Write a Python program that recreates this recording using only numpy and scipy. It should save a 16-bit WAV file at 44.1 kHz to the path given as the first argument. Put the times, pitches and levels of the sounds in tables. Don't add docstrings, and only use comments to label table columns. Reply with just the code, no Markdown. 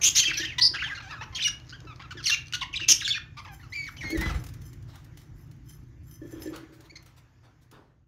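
import sys
import numpy as np
from scipy import signal
from scipy.fft import rfft, irfft, next_fast_len
from scipy.io import wavfile
from scipy.ndimage import uniform_filter1d, map_coordinates

SR = 44100
rng = np.random.default_rng(int(sys.argv[2]) if len(sys.argv) > 2 else 0)


def unload_audio(sound):
    columns = np.transpose(np.atleast_2d(sound))
    steps = np.round(np.clip(columns, -1, 1) * 32767)
    wavfile.write(sys.argv[1], SR, steps.astype(np.int16))


N = 356047
DOWNSTROKES_S = 4.171 + 0.043 * np.arange(5)


def amp(db):
    return 10 ** (np.asarray(db) / 20)


def unit(x):
    return x / np.sqrt(np.mean(x ** 2) + 1e-20)


def along(points, hz):
    f, values = np.transpose(points)
    return np.interp(np.log(hz + 1), np.log(f + 1), values)


def wobble(rate, size):
    knots = rng.standard_normal(int(size * rate / SR) + 4)
    return map_coordinates(knots, [np.arange(size) * rate / SR])


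def filtered(x, response):
    size = next_fast_len(len(x) + 8192)
    return irfft(rfft(x, size) * response(np.fft.rfftfreq(size, 1 / SR)), size)[:len(x)]


def noise(spectrum, patchy_db):
    bins = signal.stft(rng.standard_normal(N), nperseg=512)[2]
    patches = uniform_filter1d(rng.standard_normal(bins.shape), size=6, axis=0)
    patches = uniform_filter1d(patches, size=10, axis=1)
    white = signal.istft(bins * amp(patchy_db * unit(patches)), nperseg=512)[1][:N]
    return unit(filtered(white, lambda hz: amp(along(spectrum, hz))))


def ringing(modes, spread_db, rise_s):
    t = np.arange(SR // 4) / SR
    ring = sum(amp(db + spread_db * rng.normal() - 60 * t / t60)
               * np.sin(2 * np.pi * (hz * t + rng.random())) for hz, db, t60 in modes)
    return ring * (1 - np.exp(-t / rise_s))


def add(out, s, sound):
    part = out[round(s * SR):][:len(sound)]
    part += sound[:len(part)]


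def motor_and_room():
    # t/s, rumble level/dB, hiss level/dB
    levels = [(0.0, -48, -59), (3.3, -49.5, -70.5), (4.0, -49.5, -65), (4.32, -39, -62), (4.74, -47, -68),
              (6.2, -49.5, -73), (6.4, -49.5, -59.5), (6.7, -55.5, -66.5), (7.6, -60, -75.5),
              (8.07, -64.5, -88)]
    # f/Hz, level/dB relative to the rumble
    motor_orders = [(60, -12), (90, -10.5), (121, -3.5), (151, -7)]
    # f/Hz, level/dB
    rumble_spectrum = [(15, -37.5), (25, -24), (43, -1.5), (125, 0.5), (161, -6.5), (182, -15.5),
                       (240, -13.5), (298, -12), (353, -16.5), (389, -31.5), (450, -29.5), (580, -55),
                       (990, -120)]
    # f/Hz, level/dB
    hiss_spectrum = [(210, -18), (350, -5.5), (591, -6.5), (1770, -6), (4040, -20), (5630, -16),
                     (7030, -19), (8250, -41), (12700, -29), (15600, -48.5)]
    t = np.arange(N) / SR
    times, *columns = np.transpose(levels)
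    rumble_db, hiss_db = (np.interp(t, times, column) for column in columns)
    drone = sum(amp(db + 1.3 * wobble(3.6, N)) * np.sin(2 * np.pi * hz * t + 0.4 * wobble(2.6, N))
                for hz, db in motor_orders)
    low = amp(rumble_db) * (noise(rumble_spectrum, patchy_db=1) + drone)
    return low + amp(hiss_db + 3.5) * noise(hiss_spectrum, patchy_db=2.5)


def walls(direct):
    # f/Hz, t60/s
    decay = [(300, 0.55), (2000, 0.35), (6000, 0.21), (12000, 0.24)]
    out, block, delay_s = np.zeros(N), SR // 4, .0045
    for start in range(0, N, block):
        hz, t, bins = signal.stft(rng.standard_normal(SR // 3), SR, nperseg=256)
        tail = signal.istft(bins * amp(-60 * t / along(decay, hz)[:, None]), SR, nperseg=256)[1]
        echo = signal.fftconvolve(direct[start:start + block], tail / np.linalg.norm(tail))
        add(out, start / SR + delay_s, echo)
    return out


def gusts():
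    out, t = np.zeros(N), np.arange(SR // 16) / SR
    swell = (t / 0.017) * np.exp(1 - t / 0.013)
    swing = np.sin(2 * np.pi * 58 * t)
    for s in DOWNSTROKES_S:
        add(out, s, amp(-24.5) * swell * (swing + 0.61 * wobble(413, len(t))))
    return out


def wings():
    # f/Hz, level/dB
    feather_spectrum = [(290, -0.5), (500, -1.5), (666, -3), (1410, -2.5), (2540, -14.5), (4070, -15),
                        (7670, -29), (15500, -39)]
    # t/s, t60/s, level/dB, tilt/(dB per octave)
    rustles = [(4.026, 0.37, -46, -2), (4.2, 0.74, -53.5, 0.5), (4.875, 0.25, -55, 4),
               (4.93, 0.48, -54.5, 3), (5.172, .26, -60, 7), (6.527, 0.27, -40.5, 0.5),
               (6.721, 0.15, -63.5, 8.5), (6.8, 0.14, -62.5, 5), (6.839, 0.076, -56, 4.5),
               (7.054, 0.2, -58, 4.5), (7.164, 0.084, -55, 5.5), (7.43, 0.26, -58.5, 1),
               (7.61, 0.11, -65, 7.5), (7.715, 0.5, -53, -0.5)]
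    out, t = np.zeros(N), np.arange(SR // 2) / SR
    swish = noise(feather_spectrum, patchy_db=3)
    wingbeats = [(s, 0.17, -37 - 0.7 * k, 2) for k, s in enumerate(DOWNSTROKES_S)]
    for strokes, rise_s in (rustles, 0.023), (wingbeats, .004):
        for s, t60, db, tilt in strokes:
            envelope = np.minimum(np.sqrt(t / rise_s), amp(-60 * (t - rise_s) / t60))
            puff = np.resize(swish[round(s * SR):], len(t)) * envelope
            add(out, s, amp(db) * filtered(puff, lambda hz: amp(tilt * np.log2(hz / 2000 + 0.081))))
    return out


def pot():
    # t/s, level/dB
    knocks = [(0.049, -35.5), (0.281, -33), (0.395, -32), (0.709, -38), (1.847, -37), (2.154, -36),
              (2.814, -39), (2.9, -31), (4.039, -34.5), (4.103, -26.5), (4.13, -18.5), (4.15, -18.5),
              (6.218, -30.5), (6.25, -30.5), (6.327, -27), (6.36, -29), (6.418, -33), (6.458, -23.5),
              (6.476, -25), (6.514, -31), (7.728, -43.5), (7.79, -46.5)]
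    # f/Hz, level/dB, t60/s
    pot_modes = [(274, -6.5, .08), (319, 0, 0.13), (349.3, -3.5, 0.12), (411, -4, .06), (504, -5, 0.044),
                 (571.6, -15, 0.13), (1754, -13.5, 0.083), (3290, -29.5, .1)]
    out = np.zeros(N)
    settle_s, gap_s, loss_db = 6.569, 0.057, 1
    settling = [(settle_s + gap_s * (k + 0.22 * rng.normal() * (k > 0)), -39 - loss_db * k)
                for k in range(7)]
    for s, db in knocks + settling:
        add(out, s - .003, amp(db - 2.5) * ringing(pot_modes, spread_db=1.5, rise_s=.008))
    return out


def claw_ticks():
    # t/s, level/dB
    ticks = [(3.541, -51), (4.102, -31), (4.174, -32), (4.209, -27.5), (4.438, -37.5), (4.464, -38),
             (4.487, -40.5), (4.537, -43), (4.616, -47.5), (4.73, -45.5), (4.824, -53.5), (4.955, -44),
             (5.044, -48.5), (5.172, -42.5), (5.215, -50.5), (5.512, -51), (5.705, -49.5), (6.275, -54),
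             (6.306, -54), (6.559, -36), (6.805, -47), (7.025, -51), (7.06, -48), (7.712, -46.5)]
    # t/s, level/dB
    rim_taps = [(6.421, -33.5), (6.473, -38.5)]
    out, t = np.zeros(N), np.arange(SR // 16) / SR
    fidgets = [(rng.uniform(3.4, 6.4), rng.normal(-66, 3)) for _ in range(30)]
    envelope = amp(-60 * t / .035) * (1 - np.exp(-t / .003))
    for s, db in ticks + fidgets:
        sharp, dull = rng.standard_normal((2, len(t))) * envelope
        add(out, s, amp(db - 1) * filtered(sharp, lambda hz: np.clip(hz / 9000, 0, 1) ** 2))
        add(out, s, amp(db + 4) * filtered(dull, lambda hz: hz < 7400))
    for s, db in rim_taps:
        tap = rng.standard_normal(len(t)) * amp(db - 60 * t / .014)
        add(out, s, filtered(tap, lambda hz: (hz > 900) & (hz < 6000)))
    return out


def claw_scrapes():
    # t/s, hold/s, level/dB
    slides = [(3.435, .01, -64), (3.537, 0.019, -56), (3.699, 0.36, -65), (4.098, 0.045, -53),
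              (4.27, 0.13, -56.5), (4.633, 0.033, -56.5), (5.192, 0.0096, -62), (5.39, 0.022, -64),
              (5.695, 0.05, -58), (6.085, 0.017, -60), (6.126, 0.035, -60), (6.282, 0.041, -57.5),
              (6.418, 0.033, -50.5)]
    # f/Hz, level/dB
    dish_modes = [(1770, -8), (2050, -9), (3130, -5), (5150, 1), (6050, 3.5), (6480, -6), (7310, 1.5),
                  (9400, -3.5), (9950, 0.5), (10250, -1), (12360, 2.5), (12900, 4), (13250, 1)]
    rasp_spectrum = [(1500, -10), (6500, 6), (8300, -16), (13000, 2)]  # f/Hz, level/dB
    grip_db_per_s, release_db_per_s = 450, 300
    t = np.arange(N) / SR
    pressure = sum(amp(db - grip_db_per_s * np.maximum(s - t, 0)
                       - release_db_per_s * np.maximum(t - s - hold, 0)) for s, hold, db in slides)
    jerks = rng.random(N) < 400 / SR
    slips = (jerks + 0.043) * rng.standard_normal(N) * pressure
    slips *= unit(amp(3 * wobble(30, N)))
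    out = amp(11) * filtered(slips, lambda hz: amp(along(rasp_spectrum, hz)))
    for hz, db in dish_modes:
        drive = slips * unit(amp(3.5 * wobble(26, N)))
        t60 = .028 * np.sqrt(14000 / hz)
        ring = ringing([(hz, db, t60)], spread_db=-1, rise_s=0.00039)
        out += amp(-10.5) * signal.oaconvolve(drive, ring)[:N]
    return out


def tongue_clicks(breath):
    # t/s, level/dB
    clicks = [(0.3416, -17.5), (1.5994, -38), (1.8033, -31.5), (1.8512, -45), (1.9599, -36), (2.4594, -41),
              (2.4694, -36), (2.4823, -30), (2.5247, -19), (3.841, -31)]
    # start t/s, end t/s, rate/Hz, level/dB
    trills = [(1.648, 1.697, 100, -47), (1.694, 1.714, 162, -37.5)]
    out, t = np.zeros(N), np.arange(600) / SR
    envelope = amp(-60 * t / 0.0101) * (1 - np.exp(-t / 0.0011))
    runs = [(s, db) for start, end, rate, db in trills for s in np.arange(start, end, 1 / rate)]
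    for s, db in clicks + runs:
        add(out, s, amp(db) * envelope * breath[round(s * SR):][:len(t)])
    return out


def syrinx(glide_hz, highest_hz, second_db, rough):
    # f/Hz, gain/dB
    colour = [(600, 7.5), (4000, -0.5), (6200, -2), (7200, -6.5), (8200, -15.5), (15000, -12)]
    size, throb_hz, squawk_rough = len(glide_hz), 290, .74
    throb_cycles = np.cumsum(throb_hz * (1 + .2 * wobble(150, size))) / SR + rng.random()
    sweep = .055 * min(rough / squawk_rough, 1) ** 3 * np.sin(2 * np.pi * throb_cycles)
    waver = .007 * wobble(35, size) + .006 * wobble(110, size) + 0.015 * rough * wobble(70, size)
    jitter = (0.0024 + 0.056 * rough ** 3) * np.clip(wobble(420, size), -2, 2)
    phase = 2 * np.pi * np.cumsum(glide_hz * (1 + sweep + waver + jitter)) / SR
    shine = unit(amp(3.5 * wobble(30, size)))
    fall_db_per_octave = max(19.5 - 1.3 * max(second_db, 0), 3)
    overtones = amp(second_db) * np.sin(2 * phase)
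    for k in range(3, int(15000 / highest_hz) + 1):
        source_db = 0.99 * second_db - 6 - fall_db_per_octave * np.log2(k / 3)
        overtones += amp(source_db + along(colour, k * glide_hz)) * np.sin(k * phase)
    tone = np.sin(phase) + (shine if rough < squawk_rough else 1) * overtones
    tone *= unit(amp(2.2 * wobble(70, size)))
    tone *= unit(1 + 0.42 * rough ** 3 * wobble(2000, size))
    closures = 7.6 * np.cos(2 * np.pi * throb_cycles) + 1.3 * np.tanh(wobble(260, size))
    return tone, unit(amp(min(0.062 + rough, .8) * closures))


def budgerigars():
    # t/s, length/s, start f/Hz, turn f/Hz, end f/Hz, place of the turn/0-1, level/dB,
    # 2nd harmonic/dB relative to the 1st, roughness/0-1, breath/dB relative to the level
    syllables = [(0.015, 0.022, 3150, 3170, 3100, 0.4, -42, 10.5, 0.6, 8),
                 (0.031, 0.059, 3000, 3300, 3330, 0.56, -33, 14, 0.8, 10),
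                 (0.099, 0.014, 6500.0, 4900, 7700, 0.46, -32, -40.5, 0.3, -19.5),
                 (0.15, 0.057, 2800, 3100, 3300, 0.59, -33, 12.5, 0.91, 10.5),
                 (0.192, 0.046, 3227, 3100, 2500, 0.7, -27.5, -3, 0.3, -11.5),
                 (0.238, 0.01, 1865, 2000, 1700, 0.5, -33.5, -7.5, 0.37, 4.5),
                 (0.253, 0.019, 3200, 3330, 3130, 0.38, -23.5, -19, 0.3, -16),
                 (0.27, 0.052, 2637, 2700, 1390, 0.53, -27.5, -17.5, 0.64, -10),
                 (0.333, 0.049, 2850.0, 2630, 2130.0, 0.27, -35.5, -15.5, 0.48, -7),
                 (0.372, 0.02, 5700, 6130, 5500, 0.47, -29, -19, 0.45, -13.5),
                 (0.375, 0.045, 1713, 1670, 1970, 0.5, -37, -17, 0.24, -4),
                 (0.397, 0.032, 4900, 3200, 2750, 0.43, -35.5, -18.5, 0.3, -8),
                 (0.427, 0.031, 1873, 1800.0, 2160.0, 0.46, -35, -6, 0.48, -6.5),
                 (0.449, 0.016, 2820, 3200.0, 2950.0, 0.5, -32, -22, 0.38, -10),
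                 (0.47, 0.041, 2585, 2800, 2500, 0.55, -39, -26, 0.4, -14.5),
                 (0.522, 0.02, 2320, 2050, 1850, 0.42, -40.5, -20.5, 0.14, -17),
                 (0.583, 0.017, 990, 1010, 950, 0.69, -39.5, 9, 0, 13),
                 (0.609, 0.071, 4220, 4910, 4730, 0.35, -17.5, -30, 0.8, -33),
                 (0.737, 0.032, 1504, 1650, 1300, 0.45, -34.5, -6.5, 0.88, -10.5),
                 (0.756, 0.022, 2780, 2450, 3200, 0.52, -37, -26, 0.27, -10),
                 (0.783, 0.048, 1950, 2920, 1900, 0.6, -34, -26, 0.35, -14),
                 (0.823, 0.026, 1450, 1720, 1700, 0.54, -30, -18, 0.45, -22),
                 (0.837, 0.054, 3450, 3040, 2400, 0.54, -37, -23, 0.35, -11),
                 (0.862, 0.061, 774, 1140, 1260, 0.62, -51, -1, 0.3, -14),
                 (0.898, 0.043, 2076, 1600, 1590, 0.58, -35.5, -27.0, 0.23, -19),
                 (0.946, 0.028, 2000.0, 2160, 1800, 0.5, -45.5, -1, 0.85, -16),
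                 (0.975, 0.016, 1400.0, 1400, 1460, 0.46, -42.5, -1.5, 0.33, -14),
                 (1.002, 0.012, 1300.0, 1200, 1550, 0.52, -45.5, 0, 0.83, -15.0),
                 (1.023, 0.09, 839, 750, 936.0, 0.4, -57, 7.5, 0.03, -1),
                 (1.107, 0.041, 1260, 1290, 1040, 0.22, -44.5, -2.5, 0.66, -7.5),
                 (1.125, 0.037, 1720, 1680, 1240, 0.62, -42.5, -16, 0.2, -28),
                 (1.164, 0.058, 1450, 1260, 1330, 0.5, -49, -5.5, 0, -31),
                 (1.211, 0.032, 880, 860, 1587.0, 0.25, -41.5, -0.5, 0.5, -8),
                 (1.325, 0.057, 1102, 1000, 1050, 0.7, -53.5, -5, 0.55, -8.5),
                 (1.348, 0.0065, 4150, 4500, 3100, 0.75, -36, -39, 0.4, -11),
                 (1.353, 0.046, 3144, 3250, 1580, 0.41, -36.5, -8.5, 0.48, -4.5),
                 (1.396, 0.03, 2390, 3300, 2300, 0.55, -32.5, -25, 0.72, -11),
                 (1.423, 0.02, 4140, 3500, 4700, 0.6, -28.5, -19, 0.4, -8),
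                 (1.443, 0.022, 2430.0, 2500, 2100, 0.2, -33, -21, 0.08, -13),
                 (1.447, 0.025, 2950, 2880, 2830, 0.54, -23.5, -3.5, 0.04, -28),
                 (1.473, 0.014, 1440, 1750, 1480, 0.42, -36.5, -18.5, 0.38, 8.5),
                 (1.725, 0.039, 1393, 1640, 1487.0, 0.58, -47.5, -2.5, 0.4, -24),
                 (1.87, 0.061, 1347, 1267.0, 1150, 0.55, -49.5, -3.5, 0.38, -28),
                 (1.995, 0.032, 1096, 1180, 1670, 0.61, -47, -1.5, 0.93, -11.5),
                 (2.027, 0.035, 1300, 1370, 1200, 0.53, -51, -7.5, 0.3, -25.5),
                 (2.107, 0.025, 1434, 1500, 1130, 0.38, -43, -5.5, 0.42, -2),
                 (2.171, 0.044, 1822, 1632.0, 1280, 0.43, -46, -3, 0.45, -9.5),
                 (2.228, 0.0091, 4100.0, 4500, 4090, 0.4, -46.0, -20.0, 0.7, -1.5),
                 (2.24, 0.015, 4320, 4500, 2900, 0.36, -37.5, -16.5, 0.7, 0.5),
                 (2.257, 0.016, 3190, 2800, 1800, 0.65, -30.5, 6.5, 0.3, -7.0),
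                 (2.274, 0.018, 2290, 2170, 1960, 0.48, -36.5, 11, 0.35, 5),
                 (2.297, 0.011, 1830, 1790, 1620, 0.48, -29.5, -0.5, 0, 8.5),
                 (2.311, 0.038, 2750, 2770, 2150, 0.71, -24, -41, 0.2, -7.5),
                 (2.535, 0.022, 1500, 1430, 1510, 0.5, -36.5, 4, 0.4, 6.5),
                 (2.611, 0.024, 3900, 2750, 3200, 0.55, -32.5, -30, 0.45, -6),
                 (2.616, 0.024, 950, 1105, 930, 0.37, -37, -0.5, 0.17, -10.5),
                 (2.73, 0.0093, 3300, 2900, 2900, 0.65, -42, -10.5, 0.3, -12),
                 (2.739, 0.013, 2900, 2280, 2900, 0.65, -29.5, -23.5, 0.55, -18),
                 (2.756, 0.025, 3300, 4000, 2700, 0.45, -30, -22.5, 0.35, -17),
                 (2.797, 0.011, 1530, 1650, 2300, 0.56, -39.5, -2, 0.7, -7.5),
                 (2.811, 0.039, 2930, 2750, 2600, 0.32, -32.5, -23.5, 0.43, -14),
                 (2.883, 0.044, 3150, 3190, 2900, 0.42, -28, 13.5, 0.86, 7),
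                 (3.004, 0.031, 3638, 1680, 1470, 0.58, -36, -12.5, 0.53, -4.5),
                 (3.018, 0.032, 3710, 3800, 3920.0, 0.5, -39, -27, 0.5, -3),
                 (3.048, 0.027, 3580, 3600, 2700.0, 0.2, -29.5, -13, 0.65, -11.5),
                 (3.078, 0.0029, 1590, 1630, 1700, 0.54, -27.5, -3, 0.27, 1),
                 (3.081, 0.021, 2234, 2200, 2150, 0.87, -35.5, 5, 0.5, -2.5),
                 (3.103, 0.03, 3560, 3400, 3700, 0.4, -25.5, -22, 0.53, -25.5),
                 (3.125, 0.045, 3160, 2450, 2450, 0.63, -34, -41.5, 0.35, -12.5),
                 (3.147, 0.036, 1544, 1840, 1320, 0.69, -37.5, -11.5, 0.39, -13.5),
                 (3.369, 0.037, 1169, 1210, 1050, 0.5, -45.5, -3, 0.65, -3),
                 (3.448, 0.04, 1304, 833.0, 1134.0, 0.54, -49.5, -2, 0.5, -12),
                 (3.487, 0.053, 862, 810, 760, 0.5, -53.5, -0.5, 0, -31),
                 (3.596, 0.027, 2050.0, 1770, 2200, 0.5, -55.5, -10, 0.5, -14),
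                 (3.629, 0.05, 1472, 1330, 1070, 0.4, -58, -7, 0.42, -7),
                 (3.723, 0.045, 1975, 2440, 2250, 0.58, -40.5, -6, 0.15, -17),
                 (3.752, 0.11, 2390, 2200, 2260, 0.69, -36, -12, 0.15, -19.5),
                 (3.865, 0.029, 2200, 1840, 1200, 0.62, -41, -8.5, 0.35, -8.5),
                 (3.966, 0.0096, 2290, 2300, 3000, 0.57, -48, -19.0, 0.94, -2),
                 (3.978, 0.045, 3150, 2980, 2950, 0.4, -50, -9, 0.3, -11),
                 (4.009, 0.036, 2400, 1880, 1950, 0.66, -38.5, -18, 0.55, -8),
                 (4.044, 0.09, 2168, 2115, 2150, 0.54, -39, -7, 0.2, -15.5),
                 (4.148, 0.062, 2020, 1830, 1880, 0.7, -41, -12, 0.25, -18),
                 (4.212, 0.077, 2030, 2000, 2010, 0.52, -36, -15.5, 0.3, -17),
                 (4.216, 0.0081, 925, 820, 1200, 0.37, -38, -17, 0.3, -17),
                 (4.292, 0.024, 1900, 1280, 1220, 0.39, -39.5, -8, 0.45, -5),
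                 (6.897, 0.018, 2230, 2140.0, 2340.0, 0.3, -52.5, -2.5, 0.2, -18),
                 (6.957, 0.017, 2210, 2100, 2320, 0.3, -50, 2.5, 0.42, -3)]
    # f/Hz, level/dB
    breath_spectrum = [(500, -36.5), (1200, -12), (3000, 3.5), (6200, 3), (7600, -19.5), (9000, -20),
                       (15000, -26.5)]
    out, breath = np.zeros(N), noise(breath_spectrum, patchy_db=5.5)
    linger, swell_db_per_octave, release_s = .6, 5.5, 0.0032
    for s, length, *pitches_hz, turn_at, db, second_db, rough, breath_db in syllables:
        t = np.arange(round((length + .004) * SR)) / SR
        progress = t / t[-1]
        stage = np.interp(progress, [0, turn_at, 1], [0, 1, 2])
        stage -= linger * np.sin(2 * np.pi * stage) / (2 * np.pi)
        glide_hz = uniform_filter1d(np.interp(stage, [0, 1, 2], pitches_hz), size=80, mode="nearest")
        tone, throb = syrinx(glide_hz, max(pitches_hz), second_db, rough)
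        attack_s = .0035 + .2 * length * rough ** 3
        envelope = np.clip(np.minimum(t / attack_s, (t[-1] - t) / release_s), 0, 1) ** 1.1
        swell_db = swell_db_per_octave * np.log2(glide_hz / glide_hz.mean())
        fade_db = 1.5 * rough * (progress - 0.33)
        leak = amp(breath_db) * breath[round(s * SR):][:len(t)]
        add(out, s - .002, amp(db + swell_db - fade_db) * envelope * throb * (np.sqrt(2) * tone + leak))
    return out + tongue_clicks(breath)


def scene():
    near = budgerigars() + claw_ticks() + claw_scrapes() + pot() + wings()
    return (near + amp(-8) * walls(near) + gusts() + motor_and_room())[None]


def record(dry):
    ceiling, low_cut_hz, stop_hz = .85, 36, 15760
    rounded = dry[0] / (1 + np.abs(dry[0] / ceiling) ** 6) ** (1 / 6)

    def passband(hz):
        high_cut = np.sin(np.pi / 2 * np.clip((stop_hz - hz) / 80, 0, 1)) ** 2
        return high_cut / np.sqrt(1 + (low_cut_hz / (hz + 1)) ** 8)

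    return filtered(rounded, passband)[None]


dry = scene()
out = record(dry)
unload_audio(out)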